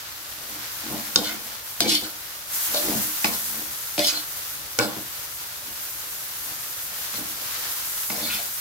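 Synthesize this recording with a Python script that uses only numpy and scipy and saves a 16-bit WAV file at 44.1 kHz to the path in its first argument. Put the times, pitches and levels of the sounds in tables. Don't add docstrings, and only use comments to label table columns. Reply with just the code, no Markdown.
import sys
import numpy as np
from scipy import signal
from scipy.fft import rfft, irfft, next_fast_len
from scipy.io import wavfile

SR = 44100
rng = np.random.default_rng(int(sys.argv[2]) if len(sys.argv) > 2 else 0)


def boost(x):
    u = np.asarray(x, float) / 20
    return 10 ** u


def inscribe(sig):
    pcm = np.round(np.clip(np.atleast_2d(sig).T, -1, 1) * 32767)
    wavfile.write(sys.argv[1], SR, pcm.astype(np.int16))


N = 379361

# [t/s, level/dB]
FRY = [(0, -44.5), (.8, -39.5), (1.25, -38), (1.63, -42.5), (1.9, -39), (2.47, -43.5), (2.55, -30),
       (3.01, -30.5), (3.11, -32.5), (3.26, -31), (3.6, -36), (4.6, -39), (5.66, -40.5), (5.85, -38),
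       (7.4, -37), (7.68, -34.5), (8.24, -34), (8.6, -35.5)]
# [t/s, duration/s, gain/dB]
PRESSES = [(0.02, .1, 2), (0.866, 0.49, 3.5), (2.705, 0.13, 3.5), (3.004, 0.31, 2.5), (3.59, 0.062, 1),
           (4.1, 0.073, 2), (4.452, .08, 2), (6.45, 0.14, 0), (7.095, 0.19, 3), (7.62, 0.19, 4.5),
           (8.36, 0.26, 2)]
# [f/Hz, level/dB]
SPIT = [(3000, -35), (5000, -11.5), (6000, -3.5), (8600, -4), (10500, -1), (12500, 2.5), (15000, 0.5),
        (16500, -6.5)]
# [f/Hz, level/dB]
BUBBLING = [(250, -12.5), (500, -14.5), (900, -2), (1400, 1), (2500, -2.5), (3600, -1), (5000, -0.5),
            (7000, -5.5), (9000, -13.5), (13000, -16)]


def frying():
    t = np.arange(N) / SR
    spit_db, = curves(FRY)
    pressed_db = sum(db * np.exp(-((t - s) / lasts) ** 2) for s, lasts, db in PRESSES)
    bubble_db = -41 + 0.36 * (spit_db + 39) + pressed_db
    surge = wobble(5.6)
    spit = unit(filtered(grit(9000, 1.2, channels=2), lambda f: boost(along(SPIT, f))))
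    bubbles = unit(filtered(grit(5000, 1.87, channels=2), lambda f: boost(along(BUBBLING, f))))
    spit *= boost(spit_db + 2.0 + 0.33 * surge + 1.12 * wobble(40))
    bubbles *= boost(bubble_db + 0.19 * surge + 0.87 * wobble(25))
    pan_db = 0.7
    return (spit + bubbles) * boost(np.array([[.5], [-.5]]) * pan_db + 3)


# [t/s, peak level/dB, favoured f/Hz, crack re peak/dB, left-right/dB]
BLOWS = [
    (1.1589, -2.5, 4280, -30, 0.5),
    (1.8049, -8, 4700, -5, 2),
    (2.7444, -16.5, 4850, -15, 3.5),
    (3.245, -13, 4280, -13, 4),
    (3.9784, -24, 4110, -14, 7),
    (3.9921, -16.5, 3900, -6.5, 10),
    (4.0718, -20, 4870, -7, 12),
    (4.789, -9.5, 5100, -9.5, 4),
    (7.1407, -27, 4360, -10.5, 5.5),
    (8.0994, -26, 3530, -6, 0.5),
]
# [f/Hz, bandwidth/Hz, level/dB]
STRUCK = [(3090, 140, -10), (3700, 87, 0), (4330, 120, -3), (4760, 110, -4.5), (5100, 140, -2),
          (5520, 160, -7.5), (6180, 140, -4), (7110, 150, -3.5), (7950, 100, -12), (8560, 170, -11)]


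def ladle_blows():
    out, t = np.zeros((2, N + SR)), np.arange(SR // 4) / SR
    crack_t60 = 0.0097
    for s, db, near_hz, crack_db, pan_db in BLOWS:
        crack = boost(crack_db + 2.0 - 60 * t / crack_t60) * rng.standard_normal((2, len(t)))
        ring = strike(STRUCK, 0.89, near_hz, focus_db=6, rattle_s=0.012)
        pan = boost([[pan_db / 2], [-pan_db / 2]])
        add(out, s, boost(db + 5.0) * (ring + crack) * pan)
    return out[:, :N]


# [t/s, boom level/dB, clank re boom/dB, favoured f/Hz]
KNOCKS = [(1.158, -22.5, -4, 490), (1.806, -28.5, 4.5, 650), (1.859, -23, 2, 479),
          (2.744, -36.5, 14.5, 560), (3.243, -22, -4, 674), (3.979, -22, 4.5, 705), (3.991, -31, 7.5, 590),
          (4.787, -23.5, 7.5, 460), (4.796, -22.5, 6, 493), (4.965, -28, -12, 500), (7.138, -41, 8, 496),
          (8.1, -30, -9, 581), (8.389, -47.5, 10, 650)]
# [f/Hz, bandwidth/Hz, level/dB]
BOOM = [(125.2, 9.2, 14.5), (214.3, 21.7, 0), (306.6, 18.7, 0), (381, 33, -3)]
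# [f/Hz, bandwidth/Hz, level/dB]
CLANK = [(490, 27, 2.5), (587.2, 11.2, 2.5), (687, 32, 0), (845, 80, -5.5), (1044, 29, -4.5)]


def bowl_knocks():
    out = np.zeros((2, N + SR))
    for s, db, clank_db, clank_hz in KNOCKS:
        boom = strike(BOOM, 0.31, 260, focus_db=16.5, rattle_s=0.0125)
        clank = strike(CLANK[:3], 0.276, clank_hz, focus_db=47.0, rattle_s=0.0071)
        add(out, s + 0.00121, boost(db - 0.6) * (boom + boost(clank_db + 1.5) * clank))
    return out[:, :N]


# [t/s, level/dB, favoured f/Hz]
CLANGS = [(1.159, -13, 880), (1.807, -28, 2270), (2.745, -30, 1530), (3.244, -8.5, 2280),
          (3.246, -11, 1000), (3.98, -18.5, 2600), (3.992, -20, 2600), (4.788, -11, 1390),
          (4.797, -9, 1020), (7.139, -26.5, 900), (8.101, -22, 900), (8.102, -21, 2000), (8.39, -31, 2590)]
# [f/Hz, bandwidth/Hz, level/dB]
UPPER = [(1118, 26, -4), (1446, 110, -1.5), (1720, 120, -7.5), (2110, 140, -3), (2280, 43, 1.5),
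         (2530, 170, -2)]


def wall_clangs():
    out = np.zeros((2, N + SR))
    for s, db, near_hz in CLANGS:
        add(out, s, boost(db) * strike(CLANK[3:] + UPPER, 0.68, near_hz, focus_db=13, rattle_s=0.018))
    return out[:, :N]


# [t/s, hold/s, scrape level/dB, brightness re scrape/dB, favoured f/Hz]
SCRAPES = [(1.24, 0.05, -34, -6, 3450), (1.89, 0.062, -21, -4, 3600), (2.04, 0.013, -35.5, -2, 4100),
           (2.762, .01, -28, -5, 4020), (2.86, 0.12, -45, 6, 3750), (3.33, .02, -37, -0.5, 3610),
           (3.45, 0.028, -49, 5, 3850), (4.04, .02, -27.5, -4.5, 3700), (4.07, 0.02, -26, 2, 4000),
           (4.14, 0.045, -32.5, -7, 4300), (4.86, 0.035, -44, -6, 3900), (7.154, .015, -37, -2, 4020),
           (8.23, 0.059, -35, -10, 4350), (8.31, 0.041, -32, -5, 3630), (8.37, 0.018, -38, -3, 4100)]
# [t/s, hold/s, scrape level/dB, brightness re scrape/dB, favoured f/Hz]
SKIDS = [
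    (1.172, 0.0027, -32, -1, 3700),
    (1.812, 0.0038, -27, 0, 3700),
    (3.252, 0.0026, -29.5, -1, 3900),
    (3.982, 0.028, -27, -3, 3800),
    (4.802, 0.042, -32.5, -1.5, 3900),
    (8.102, .1, -44, 5, 4400),
]
# [f/Hz, bandwidth/Hz, level/dB]
LADLE = [(2982, 52, -1), (3186, 71, -2.5), (3454, 49.6, -3.5), (3600, 68, -1), (3900, 1100, -11.5),
         (4000, 210, -2.5), (4224, 66, -1), (4500, 150, -1)]
# [f/Hz, bandwidth/Hz, level/dB]
RIM = [(4866, 68, 1), (5110, 180, -6), (4945, 1600, -9.5), (5400, 99, 1.5), (5680, 64, -9.5),
       (6460, 390, -4.5), (7150, 130, -4.5), (7870, 130, -3), (8200, 220, -14), (10700, 3400, -11)]


def scraping():
    slides = strokes(SCRAPES, rise=640, fall=360) + strokes(SKIDS, rise=2100, fall=360)
    return rubbing(slides, [LADLE, RIM], per_s=6000, spread_db=2.2, apart=.78, focus_db=12, wander_db=4)


# [t/s, hold/s, level/dB, favoured f/Hz]
RUBS = [(1.175, 0.015, -46, 1100), (1.255, .06, -38, 1770), (1.82, .04, -39, 2400), (1.9, 0.056, -37, 2170),
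        (2.04, 0.024, -42, 1500), (2.746, 0.035, -32, 570), (.9, .05, -44, 800), (2.88, .08, -43.5, 800),
        (3.255, .01, -34.5, 2300), (3.3, .05, -45, 1050), (3.985, 0.018, -34, 650), (3.99, .04, -36, 2450),
        (4.07, 0.035, -39, 2400), (4.09, 0.054, -45, 1400), (4.802, 0.035, -34.5, 1250),
        (4.88, 0.045, -43, 1050), (8.385, 0.023, -45, 640), (8.11, 0.16, -45, 2000),
        (8.28, 0.074, -44, 1450), (8.3, .07, -38, 2550)]


def wall_singing():
    rubs = strokes(RUBS, rise=1800, fall=360)
    return rubbing(rubs, [CLANK[1:] + UPPER], per_s=6000, spread_db=2.2, apart=.7, focus_db=22, wander_db=3)


# [t/s, hold/s, drag level/dB, dry rasp re drag/dB, favoured f/Hz]
SHOVES = [(.4, 0.075, -55, 3, 260), (.54, 0.011, -48, -4, 270), (.85, .04, -39.5, -13, 283),
          (.92, .03, -32.5, -4, 235), (1.09, 0.036, -51, -5, 250), (1.32, .01, -40, -7, 283),
          (1.46, .04, -52.5, 1.5, 258), (2.02, 0.0087, -41.5, -3, 293), (2.735, 0.056, -40.5, -1, 278),
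          (2.86, 0.036, -33.5, -7, 336), (2.91, 0.057, -31.5, -8, 226), (3.03, 0.025, -41, -12, 253),
          (3.46, .01, -47, -8, 238), (3.55, 0.069, -45, -5.5, 265), (4.13, .03, -51, 6, 280),
          (4.975, .01, -41, -4, 267), (5.67, .01, -51, -11, 255), (6.47, .04, -51, -1, 251),
          (6.9, 0.11, -60, 4, 250), (7.19, 0.0091, -34.5, -10, 271), (7.4, .02, -56, 5, 262),
          (7.57, 0.12, -62.5, 10, 270), (8.238, 0.0088, -41.5, -11, 242), (8.32, 0.13, -56, 3, 255)]
# [t/s, hold/s, drag level/dB, dry rasp re drag/dB, favoured f/Hz]
JOLTS = [
    (1.172, 0.0087, -32, 1.5, 250),
    (1.808, 0.084, -28, -8.5, 280),
    (3.255, 0.049, -36, 0, 226),
    (3.986, 0.0087, -30.5, -6, 275),
    (4.795, 0.022, -29.5, 4.5, 276),
    (8.1, 0.11, -42, 1, 245),
]


def shove_strokes():
    return strokes(SHOVES, rise=314, fall=189) + strokes(JOLTS, rise=1800, fall=189)


def shoving(shoves):
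    return rubbing(shoves, [BOOM, CLANK], per_s=2500, spread_db=3, apart=.22, focus_db=30, wander_db=2)


# [f/Hz, level/dB]
FLAME = [(20, -32.5), (35, -19), (60, 1), (85, -5.5), (124, -1), (170, -9), (250, -19), (500, -7),
         (900, -10.5), (1600, -46)]


def burner(shoves):
    mid, side = filtered(rng.standard_normal((2, N)), lambda f: boost(along(FLAME, f)))
    roar = unit(np.array([1.73 * mid + .5 * side, mid - .5 * side]))
    hum = unit(shake(rng.standard_normal((2, N)), [BOOM[2], CLANK[1]], apart=0.18)[:, :N])
    level = boost(-58.5 + 0.84 * wobble(6))[None]
    shake_db = -24.5
    for rows in shoves:
        drag_db = curves(rows, extent(rows))[0]
        add(level, rows[0][0], boost(drag_db + shake_db)[None])
    return boost(5.5) * level * roar + boost(-62.5) * hum


# [f/Hz, t60/s]
KITCHEN = [(200, 0.35), (2000, 0.3), (10000, 0.16)]


def kitchen(x):
    hz, t, z = signal.stft(rng.standard_normal((2, SR // 2)), SR, nperseg=256)
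    decay = boost(-60 * t / along(KITCHEN, hz)[:, None])
    tail = signal.istft(z * decay, SR, nperseg=256)[1]
    delayed = np.pad(x, ((0, 0), (200, 0)))
    return signal.fftconvolve(delayed, tail / np.linalg.norm(tail[0]), axes=1)[:, :N]


def rubbing(tables, families, per_s, spread_db, apart, focus_db, wander_db):
    out = np.zeros((2, N + SR))
    rough = grit(per_s, spread_db)[0] * boost(1.36 * wobble(60))
    for rows in tables:
        span = extent(rows)
        db, *rel_db, near_hz = curves(rows, span)
        force = rough[span] * signal.windows.tukey(len(db), 500 / len(db))
        for k, (table, more_db) in enumerate(zip(families, [0, *rel_db])):
            g = favour(table, near_hz[0], focus_db * (k == 0))
            g = g * boost(wander_db * np.array([wobble(24.96, count=len(db)) for _ in table]))
            power = np.pi / SR * np.transpose(table)[1] @ g ** 2
            driven = force * boost(db + more_db) * g / np.sqrt(power)
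            add(out, rows[0][0], shake(driven, table, apart))
    return out[:, :N]


def strike(table, apart, near_hz, focus_db, rattle_s):
    t = np.arange(SR // 12) / SR
    rattle = 0.18 * rng.standard_normal((len(table), len(t))) * boost(-60 * t / rattle_s)
    contact = (t == 0) + rattle
    ring = shake(contact * favour(table, near_hz, focus_db), table, apart)[:, :SR // 4]
    return ring / np.abs(ring).max()


def shake(forces, table, apart):
    c, w, _ = np.transpose(table)[:, :, None]
    m = next_fast_len(forces.shape[1] + SR // 6)
    f = np.fft.rfftfreq(m, 1 / SR)
    lead = apart * rng.choice([-1, 1], len(c)) * rng.uniform(.6, 1.3, len(c))
    ears = (-1) ** np.arange(len(c)) * np.exp(1j * np.outer([1, -1], lead))
    resonance = 1j * f * w / (c * c - f * f + 1j * f * w)
    return irfft(ears @ (rfft(forces, m) * resonance), m)


def favour(table, near_hz, focus_db):
    c, _, db = np.transpose(table)[:, :, None]
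    return boost(db - focus_db * abs(np.log2(c / near_hz)))


def strokes(rows, rise, fall):
    fade = 28
    out = []
    for s, held, db, *rest in rows:
        end = s + abs(held)
        out.append([(s - fade / rise, db - fade, *rest), (s, db, *rest),
                    (end, db, *rest), (end + fade / fall, db - fade, *rest)])
    return out


def extent(rows):
    return slice(round(rows[0][0] * SR), min(N, round(rows[-1][0] * SR)))


def grit(per_s, spread_db, channels=1):
    when, size, sign = rng.random((3, channels, N))
    out, hit = np.zeros((channels, N)), when < per_s / SR
    out[hit] = boost(-spread_db * np.log(size[hit] + 1e-3)) * np.sign(sign[hit] - .5)
    return unit(out)


def wobble(rate, count=N):
    knots = rng.standard_normal(int(N * rate / SR) + 2)
    return np.interp(np.arange(count) * rate / SR, np.arange(len(knots)), knots)


def filtered(x, response):
    m = next_fast_len(x.shape[-1] + SR // 4)
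    return irfft(rfft(x, m) * response(np.fft.rfftfreq(m, 1 / SR)), m)[..., :x.shape[-1]]


def along(points, hz):
    f, v = np.transpose(points)
    return np.interp(np.log(hz + 1), np.log(f + 1), v)


def curves(rows, span=slice(0, N)):
    s, *cols = np.transpose(rows)
    return [np.interp(np.arange(span.start, span.stop) / SR, s, c) for c in cols]


def unit(x):
    return x / np.sqrt(np.mean(x ** 2) + 1e-20)


def add(out, s, sound):
    out[:, round(s * SR):][:, :sound.shape[1]] += sound


def scene():
    shoves = shove_strokes()
    friction = boost([[.3], [-1.3]]) * shoving(shoves) + boost(2.5) * (scraping() + wall_singing())
    metal = friction + ladle_blows() + bowl_knocks() + wall_clangs()
    return frying() + metal + boost(-10.5) * kitchen(metal) + burner(shoves)


def top_cut(x):
    return signal.sosfilt(signal.butter(12, 16990, fs=SR, output="sos"), x)


def record(dry):
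    squashed = dry / (1 + abs(dry / .95) ** 6) ** (1 / 6)
    mix = filtered(squashed, lambda hz: hz < 15800)
    return top_cut(mix)


dry = scene()
out = record(dry)
inscribe(out)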